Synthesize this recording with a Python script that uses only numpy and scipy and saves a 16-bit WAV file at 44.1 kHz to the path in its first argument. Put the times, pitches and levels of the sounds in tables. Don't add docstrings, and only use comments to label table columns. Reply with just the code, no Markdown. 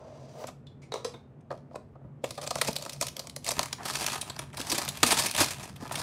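import sys
import numpy as np
from scipy import signal
from scipy.fft import rfft, irfft, next_fast_len
from scipy.io import wavfile
from scipy.ndimage import map_coordinates

SR = 44100
rng = np.random.default_rng(int(sys.argv[2]) if len(sys.argv) > 2 else 0)


def int16_out(signal):
    q = np.round(np.clip(np.atleast_2d(signal).T, -1, 1) * 32767)
    wavfile.write(sys.argv[1], SR, q.astype(np.int16))


N = 265482
GRIP_S = 3.52
LEAD_S = 0.006

# f/Hz, level/dB
FILM_SPECTRUM = [(880, -11), (1500, -9), (2510, -0.5), (2860, -5), (3280, -2.5), (9560, -2.5), (13800, -12),
                 (16000, -18)]
# t/s, length/s, rms level/dB, knock re level/dB
SNAPS_AND_TAPS = [(0.44, 0.0025, -44.5, 16), (0.47, 0.0052, -43, -27), (0.475, 0.018, -48.5, 6),
                  (1.408, 0.0046, -69.5, 1), (1.505, 0.0055, -53, 23), (1.514, 0.0028, -49.5, 19),
                  (1.5253, 0.0025, -57, 23.5), (1.576, 0.0023, -60, 8), (1.711, 0.0036, -72, 28),
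                  (1.7556, 0.0049, -50, 18), (1.758, 0.0027, -47.5, -22), (1.954, 0.0054, -81, 33.5),
                  (2.241, 0.0051, -33.5, 3), (2.307, 0.0044, -35, -4.5), (2.377, 0.014, -47, 11.5),
                  (2.4144, 0.0084, -40.5, -1), (2.428, 0.019, -43, 2.5), (2.465, 0.0098, -40, -1),
                  (2.4746, 0.0021, -28, -5.5), (2.5068, 0.0065, -29.5, 1.5), (2.5435, 0.0047, -46, -12),
                  (2.5556, 0.0025, -28.5, 4.5), (2.584, 0.0032, -34.5, 2.5), (2.6138, 0.0056, -20, -7.5),
                  (2.6465, 0.0045, -35, -3), (2.674, 0.0025, -29, -24), (2.678, 0.012, -30.5, -2),
                  (2.714, .002, -40, -20), (2.73, .0023, -34.5, -24), (2.757, 0.0023, -35, -8),
                  (2.7635, 0.0029, -24, -11.5), (2.784, 0.0021, -41, -17), (2.824, 0.0024, -33, -4.5),
                  (2.851, 0.0028, -39, -8), (2.861, 0.0022, -39.5, 8), (2.895, 0.0041, -33.5, -24),
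                  (2.925, 0.0044, -47, -20), (2.931, 0.0051, -38, -28), (3.0121, 0.0026, -21.5, -5),
                  (3.0232, 0.0068, -28.5, -2.5), (3.068, 0.0031, -30.5, -10), (3.083, 0.0038, -33, -30),
                  (3.1672, 0.0014, -29.5, -16), (3.194, 0.0047, -31.5, -7), (3.271, .0022, -36.5, -8),
                  (3.297, 0.0019, -36, -28), (3.3631, 0.0026, -31, -5.5), (3.445, 0.0028, -34, -24),
                  (3.465, 0.0033, -30, -13), (3.479, .003, -35, -10), (3.489, 0.0039, -23.5, -6),
                  (3.507, .007, -29, -7), (3.517, 0.0016, -24, -4), (3.5927, 0.0016, -17, -1.5),
                  (3.612, 0.0049, -40, 0), (3.63, 0.0036, -28, -13), (3.6584, 0.00085, -29.5, -3),
                  (3.7285, 0.0034, -26, -10.5), (3.8538, 0.01, -34, -0.5), (3.885, 0.0024, -33.5, -1),
                  (3.899, 0.0012, -27.5, 1.5), (3.908, 0.0026, -38, -1), (3.9317, 0.0024, -43, -8),
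                  (3.953, 0.0048, -31, -5.5), (3.956, 0.003, -26, -13), (4.017, 0.0024, -32.5, 3),
                  (4.064, 0.0026, -21, -29), (4.081, 0.0034, -37, 1.5), (4.097, .007, -35.5, -7),
                  (4.1304, 0.0078, -33, -3.5), (4.1557, 0.0051, -34.5, 2.5), (4.177, 0.008, -41, 0),
                  (4.213, 0.0063, -29.5, -32), (4.298, 0.0052, -34, -4.5), (4.364, 0.002, -38.5, 0.5),
                  (4.3918, 0.0035, -30, -3.5), (4.531, 0.0026, -46, -2), (4.5705, 0.0076, -36, -32),
                  (4.5955, 0.0067, -38, -5), (4.614, 0.003, -30.5, -26), (4.698, 0.0082, -28, -16),
                  (4.7166, 0.012, -25, -8), (4.745, 0.017, -32, -7), (4.78, 0.0082, -26.5, -8.5),
                  (4.8165, 0.0043, -32.5, 0), (4.8227, 0.0021, -33, -10), (4.85, 0.0019, -31.5, -24),
                  (4.879, 0.0025, -28.5, -5), (4.888, 0.0048, -27, -20), (4.973, 0.0027, -36, -28),
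                  (5.0307, 0.0059, -14, -3), (5.063, 0.022, -26.5, -21), (5.1064, .014, -22.5, -9),
                  (5.118, .012, -21.5, -2.5), (5.17, 0.0097, -27.5, -3), (5.184, 0.024, -25, -9.5),
                  (5.261, 0.0082, -25, -15), (5.297, 0.0018, -32, -15), (5.312, 0.0023, -25.5, -33),
                  (5.348, 0.0053, -27.5, -5), (5.364, 0.0023, -24, -13), (5.3774, 0.027, -27, -3),
                  (5.403, 0.019, -21.5, -5.5), (5.507, 0.012, -33.5, -14), (5.629, 0.017, -43.5, -4),
                  (5.762, 0.0049, -46.5, -23), (5.877, 0.0029, -44, -25), (5.911, 0.001, -38, 14.5),
                  (5.92, 0.011, -37.5, -19), (5.9553, 0.0052, -29, -9.5), (5.987, 0.016, -38, -6)]


def snaps_and_taps():
    taut_hz, loose_hz = 4790, 3470
    t_s, length_s, level_db, knock_db = columns(SNAPS_AND_TAPS)
    crease_hz = np.where(t_s < GRIP_S, taut_hz, loose_hz) * np.exp(0.052 * rng.standard_normal(t_s.shape))
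    envelope = bursts(length_s, lead_in_db=np.minimum(-40 - level_db, -15))
    age_s = np.arange(envelope.shape[1]) / SR - LEAD_S
    onset_spike = 1 + 0.72 * (age_s > 0) * np.exp(-np.abs(age_s) / 0.00069)
    noise, grain, knock_noise = rng.standard_normal((len(t_s), 3, len(age_s))).transpose(1, 0, 2)
    burst = noise * amp(3 * grain) * envelope * onset_spike
    corner_hz = 14000 * amp(-0.6 * knock_db)
    band_grid = np.meshgrid(np.arange(len(t_s)), np.arange(0, 15, 0.05), indexing="ij")
    bands = map_coordinates(rng.standard_normal((len(t_s), 16)), band_grid)
    colour_depth = np.minimum(0.0084 / length_s, 1)

    def response(f):
        band = (f / SR * 2 * (bands.shape[1] - 1)).astype(int)
        ripple = amp(3.26 * colour_depth * bands[:, band])
        resonance = 1j * f * 0.17 * crease_hz / (crease_hz ** 2 - f * f + 1j * f * 0.39 * crease_hz)
        crease = 1 + colour_depth * amp(3) * resonance
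        return ripple * crease * amp(log_interp(FILM_SPECTRUM, f)) / (1 + (f / corner_hz) ** 2)

    crack = at_level(filtered(burst, response), level_db, length_s)
    knock = at_level(box(knock_noise * envelope, t_s), level_db + knock_db, length_s)
    return place(t_s - LEAD_S, crack + knock)


# t/s, rise/s, hold/s, crinkle level/dB, cardboard rub level/dB
MOVES = [(1.51, .01, 0.033, -64.5, -68), (1.732, 0.042, 0.012, -65.5, -57.5),
         (2.019, 0.046, 0.012, -100, -55), (2.243, 0.026, 0.23, -53.5, -69),
         (2.586, 0.1, 0.079, -42.5, -46), (2.794, .12, 0.14, -49, -50), (3.007, 0.02, 0.044, -49, -73),
         (3.165, 0.016, 0.074, -55.5, -51.5), (3.466, 0.046, 0.026, -37.5, -42),
         (3.582, 0.063, 0.039, -42, -44), (3.797, 0.033, 0.019, -63, -41.5),
         (3.864, 0.086, 0.14, -38.5, -50), (4.033, 0.25, 0.057, -32.5, -40),
         (4.226, 0.031, 0.025, -43.5, -45), (4.392, 0.089, 0.015, -50.5, -51.5),
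         (4.545, 0.022, .03, -50.5, -49), (4.589, 0.062, 0.18, -40.5, -44.5),
         (4.738, 0.054, .13, -41.5, -44.5), (4.95, 0.065, 0.11, -48, -56), (5.04, 0.0088, 0.21, -32.5, -40),
         (5.405, 0.13, 0.016, -28.5, -36.5), (5.628, 0.54, 0.053, -48.5, -50.5),
         (5.827, 0.12, 0.011, -51, -47.5), (5.929, 0.089, .12, -42.5, -43.5)]


def move_levels_db():
    rise_db, fall_db_per_s = 30, 147
    t_s, rise_s, hold_s, *levels_db = columns(MOVES)
    age_s = np.arange(N) / SR - t_s
    swell_db = -rise_db * np.maximum(-age_s, 0) / rise_s
    fade_db = -fall_db_per_s * np.maximum(age_s - hold_s, 0)
    return [10 * np.log10(np.sum(amp(db + swell_db + fade_db) ** 2, axis=0) + 1e-14) for db in levels_db]


def film_handling():
    pops_per_s, pop_t60_s, taut_hz, slack_hz = 110, 0.011, 4790, 2650
    t_s = np.arange(N) / SR
    crinkle_db, rub_db = move_levels_db()
    impulses = (rng.random(N) < pops_per_s / SR) * amp(np.minimum(4 * rng.exponential(size=N), 7))
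    pops = signal.fftconvolve(impulses, amp(-60 * t_s[:SR // 20] / pop_t60_s))[:N]
    activity = np.abs(pops) + 0.52 * amp(2.46 * wobble(37))
    grains = activity * amp(2 * rng.standard_normal(N)) * rng.standard_normal(N)
    rustle = shaped(grains, FILM_SPECTRUM)
    taut, slack = (filtered(rustle, modes([(hz, 0.3 * hz, 0)])) for hz in (taut_hz, slack_hz))
    slackness = (t_s > GRIP_S) * np.clip(0.5 + wobble(9), 0, 1)
    bright = unit_rms(rustle + taut + slackness * (slack - taut))
    dull = filtered(bright, lambda f: 1 / (1 + (f / 6000) ** 2))
    crispness = np.clip((crinkle_db + 69) / 25, 0, 0.7)
    crinkle = dull + crispness * (bright - dull)
    rub = unit_rms(box(activity ** 1.08 * rng.standard_normal(N), t_s))
    return amp(crinkle_db) * crinkle + amp(rub_db) * rub


# f/Hz, width/Hz, gain lying/dB, gain gripped/dB
BOX_MODES = [(270, 250, -14, -6.5), (457, 125, -5.5, -5.5), (589, 136, 2, -1), (743, 286, -3, -0.5),
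             (975, 160, -4, 1), (1254, 143, -8.5, -3), (1730, 300, -19, -6)]


def box(force, t_s):
    softened = filtered(force, lambda f: 1 / (1 + 1j * f / 2500))
    f_hz, width_hz, *gains_db = np.transpose(BOX_MODES)
    lying, gripped = (filtered(softened, modes(np.transpose([f_hz, width_hz, db]))) for db in gains_db)
    grip = np.clip((t_s - GRIP_S) / 0.061, 0, 1)
    return (1 - grip) * lying + grip * gripped


# t/s, peak level/dB, f/Hz, t60/s
CONTACTS = [(1.541, -35, 640, 0.045), (1.742, -32.5, 675, 0.061), (2.047, -37.5, 129, 0.082),
            (2.238, -19, 552, 0.024), (2.559, -32, 168, 0.024), (2.689, -23.5, 206, 0.025),
            (2.687, -21, 636, 0.018), (3.58, -28.5, 175, 0.084), (4.598, -30.5, 280, 0.031),
            (4.726, -25.5, 336, 0.12), (5.036, -23.5, 238, 0.088), (5.408, -26, 116, 0.071),
            (5.409, -19, 307, 0.037), (5.822, -32, 240, 0.046)]


def hand_bumps():
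    t_s, peak_db, f_hz, t60_s = columns(CONTACTS)
    age_s = np.arange(SR // 5) / SR
    flutter = filtered(rng.standard_normal((len(t_s), len(age_s))), lambda f: np.exp(-(f / 300) ** 2))
    envelope = amp(-60 * age_s / t60_s) * (1 - np.exp(-age_s / 0.0018))
    bump = (1 + 0.81 * unit_rms(flutter)) * np.sin(2 * np.pi * f_hz * age_s) * envelope
    return place(t_s, amp(peak_db) * bump / np.abs(bump).max(axis=1, keepdims=True))


# t/s, hiss level/dB, cardboard level/dB
BLADE_STROKE = [(-.05, -70, -47), (.32, -63, -55.5), (.43, -55, -40), (.5, -69, -77), (.56, -79, -85)]


def blade_slide():
    dull_db, crisp_db = -64, -52
    hiss_db, drone_db = level_curves_db(BLADE_STROKE)
    grit = amp(1.6 * wobble(122) + 2.8 * rng.standard_normal(N)) * rng.standard_normal(N)
    bright = filtered(grit, modes([(2320, 9200, 5), (4900, 230, 13.5), (5900, 440, 6), (9400, 2600, -7)]))
    dull = filtered(bright, lambda f: 1 / (1 + (f / 8500) ** 4))
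    crispness = np.clip((hiss_db - dull_db) / (crisp_db - dull_db), 0, 1)
    hiss = dull + crispness * (bright - dull)
    board = modes([(456, 100, -2), (630, 55, 6), (960, 280, -8)])
    shudder = amp(0.29 * wobble(38.5)) * rng.standard_normal(N)
    drone = filtered(shudder, lambda f: board(f) / (1 + (f / 3000) ** 2))
    return amp(hiss_db) * unit_rms(hiss) + amp(drone_db) * unit_rms(drone)


# f/Hz, width/Hz, gain/dB
HANDLE_MODES = [(345, 106, -6), (480, 147, -1.5), (680, 410, -7.5), (1110, 420, -10.5), (2400, 1000, -23)]
# t/s, length/s, ring f/Hz, ring level/dB, crack level/dB, handle level/dB
KNIFE_TOUCHES = [(0.668, 0.003, 3470, -49.5, -60, -76), (0.818, 0.028, 2240, -61.5, -64, -64),
                 (0.92, 0.004, 3980, -37.5, -44.5, -32.5), (0.9392, 0.0024, 3930, -60, -34.5, -26),
                 (0.957, 0.002, 4000, -43, -63, -30.5), (1.046, 0.0052, 4600, -44, -35, -29),
                 (1.138, 0.0088, 3670, -53.5, -66, -45)]


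def knife_rattle():
    t_s, length_s, ring_hz, ring_db, crack_db, handle_db = columns(KNIFE_TOUCHES)
    envelope = bursts(length_s, lead_in_db=-22)
    ring, crack, thud = rng.standard_normal((len(t_s), 3, envelope.shape[1])).transpose(1, 0, 2) * envelope
    ring = filtered(ring, lambda f: modes([(ring_hz, 370, 0)])(f) ** 2)
    crack = filtered(crack, lambda f: modes([(5000, 7000, 0)])(f) / (1 + (f / 9000) ** 6))
    thud = filtered(thud, modes(HANDLE_MODES))
    parts = (ring, ring_db), (crack, crack_db), (thud, handle_db)
    return place(t_s - LEAD_S, sum(at_level(part, db, length_s) for part, db in parts))


# f/Hz, t60/s
ROOM_DECAY = [(300, 0.28), (2000, 0.3), (5000, 0.27), (14000, 0.24)]


def room(x):
    wet, step = np.zeros(N + SR), SR // 4
    for start in range(0, N, step):
        f_hz, t_s, noise = signal.stft(rng.standard_normal(SR // 3), SR, nperseg=256)
        decay = amp(-60 * t_s / log_interp(ROOM_DECAY, f_hz)[:, None])
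        tail = signal.istft(noise * decay, SR, nperseg=256)[1]
        echo = signal.fftconvolve(x[start:start + step], tail / np.linalg.norm(tail))
        wet[start + 130:][:len(echo)] += echo
    return wet[:N]


# f/Hz, width/Hz, gain/dB
HUM_MODES = [(76, 19, -22), (126, 19, -6), (143.4, 10, -1), (241.8, 32.4, -9.5)]
# f/Hz, level/dB
AIR_SPECTRUM = [(25, -35), (90, -14.5), (350, -18), (460, -20), (1300, -36.5), (2500, -46.5), (4600, -60),
                (9000, -64), (16000, -93)]


def room_tone():
    hum = unit_rms(filtered(rng.standard_normal(N), lambda f: modes(HUM_MODES)(f) ** 1.58))
    air = shaped(rng.standard_normal(N), AIR_SPECTRUM)
    return amp(-51) * hum + amp(-57) * air


# f/Hz, level/dB
RUMBLE_SPECTRUM = [(25, -21), (50, 2.5), (90, 9), (200, 3), (400, -50.5)]
# t/s, level/dB
RUMBLE_LEVELS = [(0, -61.5), (3, -56), (5.2, -48), (6.02, -48)]


def table_rumble():
    shaking = amp(3 * wobble(23)) * rng.standard_normal(N)
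    return amp(level_curves_db(RUMBLE_LEVELS)[0]) * shaped(shaking, RUMBLE_SPECTRUM)


def amp(db):
    return 10 ** (np.asarray(db) / 20)


def unit_rms(x):
    return x / np.sqrt(np.mean(x ** 2) + 1e-20)


def columns(table):
    return np.transpose(table)[:, :, None]


def log_interp(points, f_hz):
    knots_hz, values = np.transpose(points)
    return np.interp(np.log(f_hz + 1), np.log(knots_hz + 1), values)


def level_curves_db(table):
    t_s, *levels_db = np.transpose(table)
    return [np.interp(np.arange(N) / SR, t_s, db, -120, -120) for db in levels_db]


def wobble(knots_per_s):
    knots = rng.standard_normal(int(N * knots_per_s / SR) + 4)
    return map_coordinates(knots, [np.arange(N) * knots_per_s / SR])


def filtered(x, response):
    size = next_fast_len(x.shape[-1] + 8192)
    return irfft(rfft(x, size) * response(np.fft.rfftfreq(size, 1 / SR)), size)[..., :x.shape[-1]]


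def shaped(x, spectrum):
    return unit_rms(filtered(x, lambda f: amp(log_interp(spectrum, f))))


def modes(table):
    return lambda f: sum((-1) ** k * amp(db) * 1j * f * width / (hz * hz - f * f + 1j * f * width)
                         for k, (hz, width, db) in enumerate(table))


def bursts(length_s, lead_in_db):
    t_s = np.arange(SR // 10) / SR - LEAD_S
    attack_s, t60_s = np.minimum(0.023 * length_s, 0.0006), 0.012 + 2.9 * length_s
    lead_in = amp(lead_in_db) * (1 + t_s / LEAD_S)
    rise = 1 - (1 - amp(lead_in_db)) * np.exp(-np.abs(t_s) / attack_s)
    return np.where(t_s < 0, lead_in, rise) * amp(-60 * np.maximum(t_s - 0.73 * length_s, 0) / t60_s)


def at_level(rows, rms_db, length_s):
    return amp(rms_db) * rows * np.sqrt(length_s * SR / np.sum(rows ** 2, axis=1, keepdims=True))


def place(t_s, rows):
    index = np.round(t_s * SR).astype(int) + np.arange(rows.shape[1])
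    return np.bincount(index.ravel(), rows.ravel(), N + SR)[:N]


def scene():
    near = snaps_and_taps() + hand_bumps() + blade_slide() + film_handling()
    far = knife_rattle()
    echo = room(amp(-11) * near + amp(-3) * far)
    return (near + far + echo + room_tone() + table_rumble())[None]


def record(dry):
    bass_hz, fade_hz, stop_hz = 52, 15600, 16650
    bass_cut = lambda f: (1j * f / bass_hz) ** 2 / (1 + 1.4j * f / bass_hz - (f / bass_hz) ** 2)
    top_cut = lambda f: amp(-np.clip((f - fade_hz) / 25, 0, 30)) * (f < stop_hz)
    return filtered(dry, lambda f: bass_cut(f) * top_cut(f))


dry = scene()
out = record(dry)
int16_out(out)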